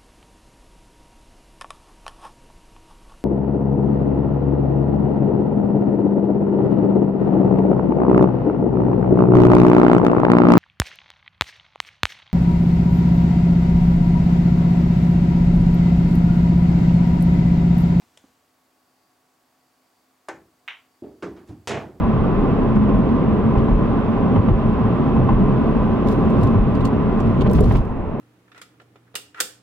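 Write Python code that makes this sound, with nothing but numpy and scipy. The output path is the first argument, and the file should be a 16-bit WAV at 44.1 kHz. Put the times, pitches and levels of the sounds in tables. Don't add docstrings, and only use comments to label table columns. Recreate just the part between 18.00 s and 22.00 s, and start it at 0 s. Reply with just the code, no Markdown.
import sys
import numpy as np
from scipy import signal
from scipy.fft import rfft, irfft, next_fast_len
from scipy.io import wavfile

SR = 44100
rng = np.random.default_rng(int(sys.argv[2]) if len(sys.argv) > 2 else 0)


def bounce(signal):
    frames = np.transpose(np.atleast_2d(signal))
    limited = np.clip(frames, -1, 1)
    pcm = np.round(limited * 32767).astype(np.int16)
    wavfile.write(sys.argv[1], SR, pcm)


N = 176400
TIME = np.arange(N) / SR

# (time [s], relative level [dB], treble fades above [Hz])
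CUE_CONTACTS = [(2.2843, -7, 2530), (2.2860, 0, 15000)]
POCKET_CONTACTS = [(3.022, -5.5, 800), (3.037, -3.5, 1610), (3.064, -10.5, 1500)]
GULLY_CONTACTS = [(3.2243, 1.5, 12000), (3.231, 0, 2000), (3.245, 4, 466), (3.273, -5, 560),
                  (3.366, -13.5, 6000)]
TRAY_CONTACTS = [(3.6738, -2.5, 15000), (3.679, -11, 9000), (3.695, -6, 3980), (3.708, -0.5, 2720),
                 (3.720, -7.5, 3000), (3.744, -1.5, 2060), (3.773, -4.5, 1870), (3.811, -6, 920),
                 (3.850, 0, 131), (3.955, -20, 510)]
CUSHION_CONTACTS = [(3.475, -13, 8000), (3.486, -9.5, 7000), (3.494, 3, 900), (3.515, -6.5, 1600)]
HAND_CONTACTS = [(0.02, -4, 5000), (0.240, 1, 684)]
TICK_CONTACTS = [(0.1742, 0, 12000)]
# (frequency [Hz], gain [dB])
CUE_COLOUR = [(40, -30), (68, -17), (150, -9), (250, 0.5), (330, 11), (850, 8), (1150, 5.5), (1800, 7),
              (3000, -8.5), (4500, -15), (7000, -12), (10000, -25), (13000, -44)]
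SNAP_COLOUR = [(2000, -42), (5000, -31), (8500, -15), (10500, -21), (14500, -49)]
CLACK_COLOUR = [(100, -42), (450, -14), (1000, 1), (2100, 10), (3000, 8.5), (3800, -2), (4700, -22),
                (5800, -15), (7500, -24), (15000, -24)]
POCKET_COLOUR = [(40, -12), (68, 5), (170, 7.5), (350, 19.5), (520, 5), (720, 3.5), (1000, -8), (1600, -16),
                 (4000, -14), (12000, -31)]
GULLY_COLOUR = [(45, -15), (68, 8), (130, 4), (380, 11.5), (600, 5.5), (900, 3), (1350, 2.5), (2000, -3),
                (4000, -14.5), (6500, -16.5), (9500, -29.5), (15000, -47)]
TRAY_COLOUR = [(35, -3), (70, 11.5), (120, 17), (270, 15), (430, 18.5), (750, 16), (1250, 8.5), (2500, 10),
               (4500, 3), (7000, 5), (10000, -8), (12500, -15.5), (15000, -29)]
CUSHION_COLOUR = [(45, -19), (66, 10), (105, 12.5), (220, 8.5), (330, 12), (480, -4.5), (780, -5),
                  (1400, -13), (4000, -16.5), (12000, -19)]
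HAND_COLOUR = [(60, -25), (150, -21), (250, 0), (420, -18), (900, -15), (3000, -26), (10000, -30)]
TICK_COLOUR = [(200, -34), (650, -13), (1200, -24), (2700, -19.5), (3400, -11.5), (4300, -26.5),
               (7000, -18), (10500, -29), (14000, -46)]
# (frequency [Hz], relative level [dB], time to fade by 60 dB [s])
CUE_TONES = [(329, -42.5, 0.46), (385, -46.5, 0.45), (530, -43, .25), (657, -42, 0.27), (778, -38, 0.22),
             (848, -41, .27), (1040, -53, 0.26), (1525, -32, 0.13), (2056, -39, 0.061), (2466, -50, 0.17)]
POCKET_TONES = [(235, -50, 0.69), (286, -48, 0.23), (352, -33.5, 0.16), (413, -41, 0.2), (606, -45.5, .35)]
GULLY_TONES = [(178.5, -26.5, 0.26), (279.7, -32.5, 0.42), (337, -29.5, .36), (408.2, -22.5, .26)]
LANDING_TONES = [(1077, -45, 0.27), (1195, -38, 0.21), (1236, -38, 0.12), (1540, -43, .16),
                 (1950, -55, 0.23)]
TRAY_TONES = [(106, -34, 0.51), (136.3, -23.5, 0.43), (223, -24.5, 0.46), (281.4, -30, 0.52),
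              (364, -24, 0.47), (408.3, -17, 0.26), (550, -43, 0.25), (674, -22.5, .35), (692, -28.5, 0.49),
              (775, -42, 0.24), (864, -35, 0.49), (1464, -35, .3), (1633, -33.5, 0.27), (1876, -30.5, 0.28),
              (2360, -47, 0.33)]
CUSHION_TONES = [(102.5, -23, 0.075), (110.6, -34.5, 0.22), (181, -42, 0.25), (261, -38, 0.29),
                 (303.8, -37.5, .3)]
# (delay [s], relative level [dB], left minus right [dB])
NEAR_ECHOES = [(.0011, -6, -5), (.002, -17, 2), (.00555, 3.5, -3), (.0066, -6, -8)]
# (time [s], level [dB])
CHALK_LEVELS = [(2.287, -44.5), (2.290, -44), (2.294, -66), (2.32, -110)]
GULLY_ROLL_LEVELS = [(3.25, -65), (3.3, -48), (3.42, -45.5), (3.46, -53), (3.66, -66.5), (3.8, -37.5),
                     (4.0, -54)]
CLOTH_ROLL_LEVELS = [(2.28, -88), (2.33, -53.5), (2.45, -59), (2.55, -79), (3.0, -78), (4.0, -85)]
CLOTHES_LEVELS = [(0, -67), (.15, -66), (.27, -65.5), (.36, -71), (.6, -78)]
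HISS_LEVELS = [(0, -88), (.65, -84), (1.05, -75.5), (1.3, -88), (1.65, -78.5), (2.0, -78), (2.2, -87),
               (2.95, -78), (4.0, -82)]
# (frequency [Hz], relative level [dB])
CHALK_RASP_COLOUR = [(2500, -20), (5200, -4), (7000, -2), (11000, -28)]
GULLY_ROLL_COLOUR = [(40, -39), (75, -25), (130, -19), (183, -1), (230, -8.5), (340, 2), (500, -17.5),
                     (750, -19), (1500, -28.5), (6000, -51)]
CLOTH_ROLL_COLOUR = [(40, -24), (70, -2), (200, -2), (350, -2), (700, -26), (3000, -44)]
CLOTHES_COLOUR = [(35, -17), (80, 3.5), (160, -3), (400, -5), (2000, -10), (8000, -15.5), (13000, -28)]
THIN_HISS_COLOUR = [(3000, -35), (4300, -12), (4560, 5.5), (4780, -3), (5100, -6), (7000, -29)]
AIR_COLOUR = [(30, -26), (130, -8.5), (210, -6.5), (258, -2), (350, -5), (560, -6.5), (720, -3),
              (870, -4.5), (1130, -6.5), (1600, -10.5), (3000, -16.5), (6200, -18.5), (7400, -17.5),
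              (9000, -20), (15500, -21)]
# (frequency [Hz], level [dB])
HUM_TONES = [(258.4, -76), (317.6, -82.5), (726.7, -79.5), (1120, -79)]
# (frequency
# [Hz], time to fade by 60 dB [s])
TAIL_FADE = [(70, 0.84), (160, 0.31), (400, .42), (1000, 0.32), (2500, 0.26), (7000, 0.3), (14000, 0.087)]
# (frequency [Hz], gain of the part that differs [dB])
STEREO_WIDTH = [(100, -23), (300, -17.5), (600, -12.5), (1500, -10.5), (5000, -11.5), (8000, -14.5),
                (11000, -31)]


def cue_strike(pan_db=0.5):
    strike_s = CUE_CONTACTS[-1][0]
    snap = np.zeros((2, N))
    add(snap, strike_s, np.ones((2, 1)))
    chalk = shaped_noise(CHALK_RASP_COLOUR, level_curve(CHALK_LEVELS))
    knock = knocks(CUE_CONTACTS, CUE_COLOUR, click_db=-9.5, shake_db=2, shake_s=0.084, pan_db=pan_db)
    shaft = ringing(strike_s, CUE_TONES, swell_s=0.0037, pan_db=pan_db)
    return knock + coloured(snap, SNAP_COLOUR) + chalk + shaft


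def ball_clack(start_s=2.6786, click_db=-10, room_db=-1):
    click, echoes = np.zeros((2, 2, N))
    add(click, start_s, from_db(click_db) * np.ones((2, 1)))
    add(echoes, start_s, from_db(room_db) * room_echo() * pan(db=-0.5))
    for delay_s, db, pan_db in NEAR_ECHOES:
        add(echoes, start_s + delay_s, from_db(click_db + db) * pan(pan_db))
    return coloured(click + dulled(echoes, above_hz=5900), CLACK_COLOUR)


def pocket_thud():
    thud = knocks(POCKET_CONTACTS, POCKET_COLOUR, click_db=-9.5, shake_db=-5, shake_s=0.069, pan_db=-1)
    return thud + ringing(POCKET_CONTACTS[0][0], POCKET_TONES, swell_s=0.004, pan_db=-1)


def gully_drop():
    landing_s = GULLY_CONTACTS[0][0]
    bounces = knocks(GULLY_CONTACTS, GULLY_COLOUR, click_db=-12, shake_db=-2, shake_s=0.13, pan_db=-1)
    wood = ringing(landing_s, GULLY_TONES, swell_s=0.026, pan_db=-1.5)
    landing = ringing(landing_s, LANDING_TONES, swell_s=0.00061, pan_db=0)
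    roll = shaped_noise(GULLY_ROLL_COLOUR, level_curve(GULLY_ROLL_LEVELS)) * pan(db=-1.5)
    return bounces + wood + landing + roll


def tray_clatter():
    clatter = knocks(TRAY_CONTACTS, TRAY_COLOUR, click_db=-7, shake_db=-2.5, shake_s=0.083, pan_db=-0.7)
    return clatter + ringing(TRAY_CONTACTS[0][0], TRAY_TONES, swell_s=0.058, pan_db=-5.5)


def cushion_bump():
    roll = shaped_noise(CLOTH_ROLL_COLOUR, level_curve(CLOTH_ROLL_LEVELS))
    bump = knocks(CUSHION_CONTACTS, CUSHION_COLOUR, click_db=-11, shake_db=-1.5, shake_s=0.13, pan_db=-1)
    return roll + bump + ringing(CUSHION_CONTACTS[2][0], CUSHION_TONES, swell_s=0.016, pan_db=-2.5)


def player_settling():
    clothes = shaped_noise(CLOTHES_COLOUR, level_curve(CLOTHES_LEVELS))
    hand = knocks(HAND_CONTACTS, HAND_COLOUR, click_db=4.5, shake_db=11, shake_s=0.096, pan_db=-2)
    tick = knocks(TICK_CONTACTS, TICK_COLOUR, click_db=2, shake_db=7, shake_s=0.021, pan_db=2)
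    return clothes + hand + tick


def room_echo(bands=18, build_s=0.0031, spread_s=0.004):
    t, hz = TIME[:SR], np.fft.rfftfreq(SR, 1 / SR)
    spread = 1 - np.exp(-t / spread_s)
    spectrum = rfft(stereo_noise(SR, spread))
    build_up = 1 - np.exp(-t / build_s)
    centres_hz, out = np.geomspace(50, 16000, bands), 0
    for centre_hz, this_band_only in zip(centres_hz, np.eye(bands)):
        window = np.interp(hz, centres_hz, this_band_only)
        fade = from_db(-60 * t / at_hz(TAIL_FADE, centre_hz))
        band = irfft(spectrum * window) * fade * build_up
        out = out + band * np.sqrt(2 * np.mean(window ** 2) / np.sum(band ** 2))
    return out


def room_background(wider_db=5.5):
    hum = 0
    for hz, db in HUM_TONES:
        hum = hum + from_db(db) * np.sqrt(2) * np.sin(2 * np.pi * (hz * TIME + rng.random()))
    air = shaped_noise(AIR_COLOUR, db=-65.5, wider_db=wider_db)
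    hiss = shaped_noise(THIN_HISS_COLOUR, level_curve(HISS_LEVELS), wider_db)
    return air + hiss + hum


def knocks(contacts, colour, click_db, shake_db, shake_s, pan_db):
    out, t = np.zeros((2, N)), TIME[:SR]
    click_gain, shake_gain = from_db(click_db), from_db(shake_db)
    for start_s, db, treble_hz in contacts:
        shake = rng.standard_normal(SR) * from_db(-60 * t / shake_s)
        sound = room_echo() + shake_gain * shake / np.linalg.norm(shake)
        sound[:, 0] += click_gain
        sound /= np.sqrt(1 + shake_gain ** 2 + click_gain ** 2)
        add(out, start_s, from_db(db) * dulled(sound, treble_hz))
    return coloured(out, colour) * pan(pan_db)


def ringing(start_s, tones, swell_s, pan_db):
    out, t = np.zeros((2, N)), TIME[:SR]
    for hz, db, fade_s in tones:
        loudness = from_db(db - 60 * t / fade_s) * (1 - np.exp(-t / swell_s))
        add(out, start_s, loudness * np.sin(2 * np.pi * (hz * t + rng.random())))
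    return out * pan(pan_db)


def shaped_noise(colour, db, wider_db=0):
    noise = coloured(stereo_noise(N, from_db(wider_db)), colour)
    return from_db(db) * noise / noise.std()


def stereo_noise(size, spread):
    shared, side = rng.standard_normal((2, size))
    width = from_db(at_hz(STEREO_WIDTH, np.fft.rfftfreq(size, 1 / SR)))
    side = irfft(rfft(side) * width, size)
    return shared + spread * side * np.array([[1], [-1]])


def coloured(sound, colour):
    size = next_fast_len(2 * sound.shape[-1], real=True) // 2 * 2
    gains = from_db(at_hz(colour, np.fft.rfftfreq(size, 1 / SR)))
    cepstrum = irfft(np.log(gains))
    cepstrum[1:size // 2] *= 2
    cepstrum[size // 2 + 1:] = 0
    response = np.exp(rfft(cepstrum))
    return irfft(rfft(sound, size) * response, size)[..., :sound.shape[-1]]


def dulled(sound, above_hz):
    return signal.sosfilt(signal.butter(2, above_hz, fs=SR, output="sos"), sound)


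def level_curve(points):
    return np.interp(TIME, *np.transpose(points), left=-np.inf)


def at_hz(points, hz):
    table_hz, values = np.transpose(points)
    return np.interp(np.log(hz + 1e-3), np.log(table_hz), values)


def from_db(db):
    return 10 ** (np.asarray(db) / 20)


def pan(db):
    return from_db(np.array([[.5], [-.5]]) * db)


def add(out, start_s, sound):
    start = int(start_s * SR)
    out[:, start:start + sound.shape[-1]] += sound[..., :N - start]


def scene():
    return (room_background() + player_settling() + cue_strike() + ball_clack()
            + pocket_thud() + gully_drop() + cushion_bump() + tray_clatter())


def record(dry):
    cutoff_hz = 15900
    return signal.sosfilt(signal.ellip(10, .1, 70, cutoff_hz, fs=SR, output="sos"), dry)


dry = scene()
out = record(dry)
bounce(out)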